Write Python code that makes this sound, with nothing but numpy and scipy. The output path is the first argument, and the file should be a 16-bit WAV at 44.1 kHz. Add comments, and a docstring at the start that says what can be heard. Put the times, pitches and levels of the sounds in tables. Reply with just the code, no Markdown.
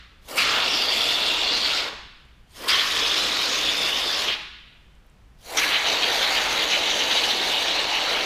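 """Expanding foam in a workshop

A can of foam is sprayed through a straw in three long bursts. Each time the valve opens, gas hisses
first; then the foam spits and sputters as countless bubbles burst, coloured by the resonances of
hollows in the foam bead. In the pauses the reverberation dies away over a low rumble and faint ticks."""
import sys
import numpy as np
from scipy import signal
from scipy.fft import rfft, irfft
from scipy.io import wavfile
from scipy.ndimage import uniform_filter1d

SR = 44100
rng = np.random.default_rng(int(sys.argv[2]) if len(sys.argv) > 2 else 0)


def pcm_store(signal):
    """Save signal as 16-bit PCM."""
    levels = np.round(np.clip(np.atleast_2d(signal), -1, 1) * 32767)
    wavfile.write(sys.argv[1], SR, levels.astype(np.int16).T)


N = 363825
TIME = np.arange(N) / SR
FRAME, HOP = 512, 128
HZ = np.fft.rfftfreq(FRAME, 1 / SR)[:, None]
CLOSE_S = 0.087  # time the valve takes to shut

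# Squeezes of the trigger. Each row: arrival of the foam, lead of the gas and duration of the foam in
# seconds, first crack in dB, nominal pressure sag in dB per second, valve opening time in seconds,
# and relative levels of gurgle, coarse bubbles and fine bubbles in dB.
SQUEEZES = [(0.364, 0.085, 1.44, 6, 2.5, 0.005, -32.5, -32.5, -20.5),
            (2.676, 0.14, 1.55, 15.5, 1.5, 0.039, -33.5, -32, -22),
            (5.563, 0.13, 2.68, 13.5, 0.47, 0.075, -31.5, -31, -25)]
# Spectra of the coarse and the fine bubbles. Each row: frequency in Hz, relative level in dB.
COARSE_SPECTRUM = [(600, -23.5), (1050, -8), (1300, -3), (2200, -2.5), (2700, -6), (4500, -33)]
FINE_SPECTRUM = [(1400, -25), (2200, -7), (2800, -3), (3500, -1.5), (4500, -4), (5500, -10), (6700, -15),
                 (8200, -25), (12000, -49.5)]


def amp(db):
    """Amplitude grows tenfold for every 20 dB."""
    return 10 ** (np.asarray(db) / 20)


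def unit(x):
    """Normalisation to an rms of 1."""
    return x / np.sqrt(np.mean(x ** 2) + 1e-20)


def at_frequency(points, hz):
    """Linear interpolation on a logarithmic frequency axis."""
    frequencies, values = np.transpose(points)
    return np.interp(np.log(hz + 1), np.log(frequencies + 1), values)


def bell(x, centre, width):
    """A Gaussian of height 1 with the given full width at half height."""
    return np.exp(-np.log(2) * (2 * (x - centre) / width) ** 2)


def coloured_noise(spectrum):
    """Spectral weighting turns white noise into coloured noise of rms 1."""
    gain = amp(at_frequency(spectrum, np.fft.rfftfreq(N, 1 / SR)))
    return unit(irfft(rfft(rng.standard_normal(N)) * gain, N))


def wander(rate_hz):
    """Low-passed noise of rms 1 fluctuates at up to about the given rate."""
    lowpass = bell(np.fft.rfftfreq(N, 1 / SR), 0, 2 * rate_hz)
    return unit(irfft(rfft(rng.standard_normal(N)) * lowpass, N))


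def patches(shape, across_hz, lasting_s):
    """Smoothing correlates a random field of rms 1 over frequency and time."""
    field = rng.standard_normal(shape)
    for axis, span in enumerate([across_hz * FRAME / SR, lasting_s * SR / HOP]):
        lowpass = np.expand_dims(bell(np.fft.rfftfreq(shape[axis]), 0, 1 / span), 1 - axis)
        field = irfft(rfft(field, axis=axis) * lowpass, shape[axis], axis=axis)
    return unit(field)


def earlier_burst(db, pause_s):
    """Reverberation outlasts its source: froth in the second before the scene excites the room."""
    froth = unit(coloured_noise(FINE_SPECTRUM) + 0.64 * coloured_noise(COARSE_SPECTRUM))
    return (amp(db) * froth * (TIME < 1 - pause_s))[:SR]


def reverberation(source, gap_s):
    """Dense reflections form a diffuse field that decays exponentially, each band at its own rate."""
    # Decay of the workshop. Each row: frequency in Hz, time to fall by 60 dB in seconds.
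    decay_times = [(200, 1.2), (530, 0.32), (1400, 1.01), (3300, 1.03), (6000, 0.7), (10000, 0.61),
                   (15000, .35)]
    # Strength of the diffuse field. Each row: frequency in Hz, relative level in dB.
    strengths = [(200, -4.5), (650, -3), (1400, -3.5), (3300, -9), (6000, -8.5), (14000, -9.5)]
    _, t, noise = signal.stft(rng.standard_normal(SR * 2), SR, nperseg=FRAME)
    decay = amp(-60 * t / at_frequency(decay_times, HZ)) * (t >= gap_s)
    decay /= np.sqrt(np.mean(decay ** 2, axis=1, keepdims=True) * SR * 2)
    tail = signal.istft(noise * decay * amp(at_frequency(strengths, HZ)), SR, nperseg=FRAME)[1]
    return signal.fftconvolve(source, tail)


def background(rumble_db, hum_hz, hum_db):
    """Broadband rumble lies under a machine hum, randomly modulated in frequency and amplitude."""
    # Ambient noise of the workshop. Each row: frequency in Hz, relative level in dB.
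    rumble_spectrum = [(20, -12), (33, -7), (55, -11), (90, -17), (170, -21), (300, -30), (750, -33.5),
                       (1200, -34.5), (3000, -40), (7000, -50), (15000, -58.5)]
    pitch_hz = hum_hz + 1.11 * wander(rate_hz=5.2)
    hum = np.sqrt(2) * np.sin(2 * np.pi * np.cumsum(pitch_hz) / SR)
    rumble = amp(rumble_db) * coloured_noise(rumble_spectrum)
    return rumble + amp(hum_db + 3.9 * wander(rate_hz=6.5)) * hum


def flow(held_db, leak_db, fill_db_per_s, gush_db, slump_db, sag_share, shut_db):
    """Amplitude follows the flow, which leaks, gushes, slumps, sags with the pressure and is shut off."""
    fade_in_s, fade_in_db = 0.073, -9.5  # a faint hiss fades in just before each burst
    arrive_s, settle_s = 0.018, 0.09  # the foam bursts out and its gush settles
    slump_after_s, slump_s = 0.17, 0.17  # the pressure in the straw is spent
    gain = np.zeros(N)
    for (arrival, leak_s, lasts_s, _, sag_db_per_s, opening_s, *_), db in zip(SQUEEZES, held_db):
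        wait, age = np.maximum(arrival - TIME, 0), np.maximum(TIME - arrival, 0)
        onset = np.interp(leak_s - wait, [-fade_in_s, 0, opening_s], [0, amp(fade_in_db), 1])
        filling = leak_db - fill_db_per_s * wait
        gush = gush_db * np.exp(-age / settle_s)
        slump = slump_db * bell(age, slump_after_s, slump_s)
        foaming = gush + slump - sag_share * sag_db_per_s * age
        arrived = np.minimum(age / arrive_s, 1)
        shut = np.clip((age - lasts_s) / CLOSE_S, 0, 1)
        level_db = db + (1 - arrived) * filling + arrived * foaming + shut_db * shut
        gain += onset * (shut < 1) * amp(level_db)
    return uniform_filter1d(gain, size=150)


def envelopes():
    """One flow drives gurgle, coarse bubbles, fine bubbles and gas, each with its own envelope."""
    # Gas hiss, one curve a burst. Each point: time in seconds, relative level in dB.
    hiss_curves = [
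        [(0.425, -43.5), (0.455, -57.5), (0.837, -41), (1.349, -49), (1.469, -55.5), (1.657, -46.5),
         (1.81, -55)],
        [(2.78, -45.5), (4.006, -44), (4.3, -45)],
        [(5.68, -43), (5.78, -52.5), (6.14, -44.5), (7.62, -46), (7.69, -52), (8.2, -51.5)],
    ]
    # Stretches of coarser foam. Each row: middle and length in seconds, lifts of the gurgle and of
    # the coarse bubbles in dB.
    coarse_runs = [(0.574, 0.17, 3.5, 4), (1.71, 0.21, -2.5, 4), (6.36, 0.54, -0.5, 4.5),
                   (8.2, 0.37, 1.5, 4)]
    *_, gurgle_db, coarse_db, fine_db = np.transpose(SQUEEZES)
    gas_db = [np.interp(TIME, *np.transpose(curve)) for curve in hiss_curves]
    wetter = sum(db * bell(TIME, s, length) for s, length, db, _ in coarse_runs)
    coarser = sum(db * bell(TIME, s, length) for s, length, _, db in coarse_runs)
    gurgle = flow(gurgle_db, leak_db=1, fill_db_per_s=142,
                  gush_db=-3.5, slump_db=-4, sag_share=0.95, shut_db=0.5)
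    coarse = flow(coarse_db, leak_db=-3, fill_db_per_s=129,
                  gush_db=13.5, slump_db=1, sag_share=1.14, shut_db=4)
    fine = flow(fine_db, leak_db=-20, fill_db_per_s=75,
                gush_db=1, slump_db=-3.5, sag_share=1.06, shut_db=-11)
    gas = flow(gas_db, leak_db=0.5, fill_db_per_s=61.5,
               gush_db=4, slump_db=1.7, sag_share=0, shut_db=-10.5)
    return gurgle * amp(wetter), coarse * amp(coarser), fine, gas


def bubbles(per_s, spread_db, rush):
    """Bursting bubbles make shot noise: independent random clicks, here in a smooth rush of gas."""
    sizes = amp(spread_db * np.minimum(rng.standard_normal(N), 2)) * rng.choice([-1, 1], N)
    clicks = sizes * (rng.random(N) < per_s / SR)
    return unit(unit(clicks) + rush * rng.standard_normal(N))


def bead_resonances(t):
    """Cavities in the foam resonate and shift as it grows: a lift in dB by frequency and frame."""
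    # The cavity dug by the jet. Each row: time in seconds, resonance in Hz, lift in dB, width in Hz.
    jet_cavity = [(.45, 3240, 0, 500), (.65, 3320, 5.5, 500), (.95, 3400, 8, 380), (1.35, 3600, 5.5, 400),
                  (1.6, 3400, 1.5, 400), (2.75, 3100, 7.5, 450), (2.9, 3480, 2.5, 1000),
                  (3.33, 4050, 4.5, 800), (3.58, 3850, 2.5, 600), (3.7, 3560, 7.5, 400),
                  (4.12, 3520, 8, 380), (4.33, 3170, 2, 500), (5.7, 3060, 2, 400), (8.2, 2920, 4.5, 350)]
    # Hollows around the straw tip, one list a burst. Each row: centre and width in Hz, lift in dB.
    tip_hollows = [
        [(636, 170, 3.5), (1370, 200, 4), (2200, 270, 1.5), (2800, 260, 5.5), (3980, 300, 0), (4530, 580, 0.5),
         (6160, 1100, -5)],
        [(873, 136, -10), (1125, 270, 4), (1720, 480, 1.5), (4440, 500, -1.5), (5300, 420, 2), (6800, 750, 0)],
        [(314, 67, -1), (680, 500, 6.5), (1270, 420, -2), (2180, 200, 2.5), (3430, 210, -0.5), (3930, 490, 3.5),
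         (5160, 500, -4.5), (6300, 910, 1.5)],
    ]
    # Gas pockets that ring as they blow open or muffle as they fill. Each row: middle and length in
    # seconds, centre and width in Hz, lift in dB, glide in Hz per second.
    gas_pockets = [ (0.402, 0.045, 2430, 706, 8, 0), (0.737, 0.11, 5500, 800, 11, -2000),
                   (0.86, 0.17, 4650, 580, 12, -900), (1.55, 0.26, 4500, 805, 5, 0),
                   (1.717, 0.2, 2900, 700, -4, 0), (2.694, 0.026, 4750, 750, 17, 0),
                   (3.558, 0.084, 6430, 1200, 8, 0), (3.87, 0.34, 4050, 450, -7, 0),
                   (3.93, 0.15, 2900, 360, 13.5, 2800), (4.1, 0.17, 4900, 1100, 9, -1500),
                   (5.585, 0.024, 3350, 600, 17.5, -4), (5.587, 0.043, 5760, 2400, 14, -2),
                   (6.894, 0.4, 6300, 1600, 7, 0), (8.1, 0.94, 6700, 1200, -3, 0),
                   (8.15, 0.5, 355, 300, -4.5, 0), ]
    times, *columns = np.transpose(jet_cavity)
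    cavity_hz, cavity_db, cavity_width = (np.interp(t, times, column) for column in columns)
    lift = cavity_db * bell(HZ, cavity_hz, cavity_width)
    for (arrival, leak_s, lasts_s, *_), hollows in zip(SQUEEZES, tip_hollows):
        spraying = (t >= arrival - leak_s) & (t <= arrival + lasts_s + CLOSE_S)
        lift += sum(db * bell(HZ, hz, width) for hz, width, db in hollows) * spraying
    for s, length, hz, width, db, glide in gas_pockets:
        lift += db * bell(HZ, hz + glide * (t - s), width) * bell(t, s, length)
    swelling = 1.28 * patches(lift.shape, across_hz=170, lasting_s=0.12)  # the bead grows slowly
    frothing = 2.03 * patches(lift.shape, across_hz=600, lasting_s=0.025)  # its skin opens and closes
    return lift + swelling + frothing


def resonate(drive, spectrum, lift):
    """A time-varying filter redistributes the power of a white source without changing its total."""
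    frames = signal.stft(drive, nperseg=FRAME, noverlap=FRAME - HOP)[2]
    gain = amp(at_frequency(spectrum, HZ) + lift[:, :frames.shape[1]])
    gain /= np.sqrt(np.mean(gain ** 2, axis=0))
    return signal.istft(frames * gain, nperseg=FRAME, noverlap=FRAME - HOP)[1][:N]


def cracks(rise_s, decay_s):
    """Releasing the pressure stored in the straw makes a transient: a brief lift in dB."""
    return sum(db * np.interp(TIME - arrival, [0, rise_s, rise_s + decay_s], [0, 1, 0])
               for arrival, _, _, db, *_ in SQUEEZES)


def spray(lift):
    """Plugs of foam leaving the straw modulate the amplitude of bubble and gas noise into a sputter."""
    # Spectra of the gurgle and the escaping gas. Each row: frequency in Hz, relative level in dB.
    gurgle_spectrum = [(50, -46), (120, -37), (200, -2.5), (350, -0.5), (680, 2), (1000, 2.5), (1400, -11),
                       (2500, -43)]
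    gas_spectrum = [(2000, -29), (3100, -0.5), (4500, 1), (8000, -7), (10000, -6.5), (13000, -8),
                    (15500, -15.5)]
    plugs, surges = wander(rate_hz=140), 0.65 * wander(rate_hz=7)
    crack = cracks(rise_s=0.011, decay_s=0.036)
    gurgle_drive = bubbles(per_s=2500, spread_db=4, rush=1.54)
    coarse_drive = bubbles(per_s=4000, spread_db=2, rush=0.93) * amp(0.35 * plugs)
    fine_drive = bubbles(per_s=7500, spread_db=3.5, rush=1) * amp(1.1 * plugs)
    gas_drive = bubbles(per_s=8300, spread_db=0, rush=2.6) * amp(1.6 * plugs)
    gurgle = resonate(gurgle_drive, gurgle_spectrum, lift) * amp(-1.5 + surges)
    coarse = resonate(coarse_drive, COARSE_SPECTRUM, lift) * amp(-2 + surges)
    fine = resonate(fine_drive, FINE_SPECTRUM, lift) * amp(-1.33 + surges + 0.36 * crack)
    gas = resonate(gas_drive, gas_spectrum, lift) * amp(5.5 + surges + crack)
    sputter = sum(part * gain for part, gain in zip([gurgle, coarse, fine, gas], envelopes()))
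    return sputter + spits(lift, plugs, hole_db=8, hole_width_hz=1460)


def spits(lift, plugs, hole_db, hole_width_hz):
    """A slug of gas escaping between plugs of foam excites the resonance of the hole it blows."""
    # Slugs of gas. Each row: middle and length in seconds, level in dB, resonance of the hole in Hz.
    slugs = [(1.49, 0.037, -28, 4200), (1.54, 0.04, -25, 4500), (1.657, 0.023, -21.5, 4170),
             (2.745, 0.077, -23.5, 3100), (2.808, 0.028, -20.5, 3300), (3.018, .034, -31, 3480),
             (3.548, 0.035, -29, 3900), (3.688, 0.046, -22, 3600), (4.306, 0.074, -23, 3100),
             (5.635, 0.025, -21, 2200), (5.744, 0.073, -20.5, 2400), (5.863, 0.025, -23, 3650),
             (6.036, 0.03, -22, 2670), (6.241, 0.04, -21, 3330), (6.373, 0.03, -20, 2770),
             (6.597, 0.085, -23.5, 3200), (6.741, 0.047, -20.5, 2770), (6.877, 0.097, -24, 2930),
             (7.017, 0.038, -21.5, 2870), (7.118, 0.035, -21.5, 3630), (7.178, 0.038, -21, 3620),
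             (7.243, 0.024, -20.5, 3550), (7.316, 0.044, -22, 3540), (7.56, 0.078, -25, 3100),
             (7.7, 0.056, -24.5, 3430), (7.794, .035, -25, 3850), (7.957, 0.076, -26.5, 2580)]
    # Spectrum of a spit. Each row: frequency in Hz, relative level in dB.
    spit_spectrum = [(1000, -26), (1700, -3.5), (3000, -2), (4300, -1.5), (5100, -9.5), (8000, -34)]
    middles, _, _, hole_hz = np.transpose(slugs)
    frame_times = np.arange(lift.shape[1]) * HOP / SR
    nearest = abs(frame_times - middles[:, None]).argmin(axis=0)
    hole = hole_db * bell(HZ, hole_hz[nearest], hole_width_hz)
    envelope = sum(amp(db) * bell(TIME, s, length) for s, length, db, _ in slugs)
    drive = bubbles(per_s=9800, spread_db=1, rush=0.88) * amp(0.8 * plugs)
    return resonate(drive, spit_spectrum, lift + hole) * envelope


def ticks(decay_s, width_hz):
    """The straw and the settling foam snap: heavily damped transients with broad spectra."""
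    # Tiny snaps. Each row: start in seconds, peak level in dB, centre frequency in Hz.
    snaps = [(2.253, -56, 7500), (4.952, -59, 7000), (5.066, -59, 12500), (5.099, -54, 8000)]
    out, t = np.zeros(N), np.arange(1024) / SR
    for s, db, hz in snaps:
        band = bell(np.fft.rfftfreq(len(t), 1 / SR), hz, width_hz)
        snap = irfft(rfft(rng.standard_normal(len(t))) * band) * np.exp(-t / decay_s)
        out[round(s * SR):][:len(t)] += amp(db) * snap / abs(snap).max()
    return out


def scene():
    """Direct sound, reverberant field and background add by superposition."""
    colour = bead_resonances(np.arange(N // HOP + 3) * HOP / SR)
    direct = spray(colour) + ticks(decay_s=0.002, width_hz=4500)
    all_round = spray(0.24 * colour)  # averaged over all directions, the bead's colour is much weaker
    room_drive = np.concatenate([earlier_burst(db=-28.5, pause_s=0.21), all_round])
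    room = reverberation(room_drive, gap_s=0.006)[SR:][:N]
    return (direct + room + background(rumble_db=-53, hum_hz=56.4, hum_db=-60.5))[None]


def record(dry):
    """A linear-phase low-pass filter limits the bandwidth."""
    edge_hz = 15400
    lowpass = signal.firwin(511, edge_hz, window=("kaiser", 9), fs=SR)
    return signal.oaconvolve(dry, lowpass[None], "same")


dry = scene()
out = record(dry)
pcm_store(out)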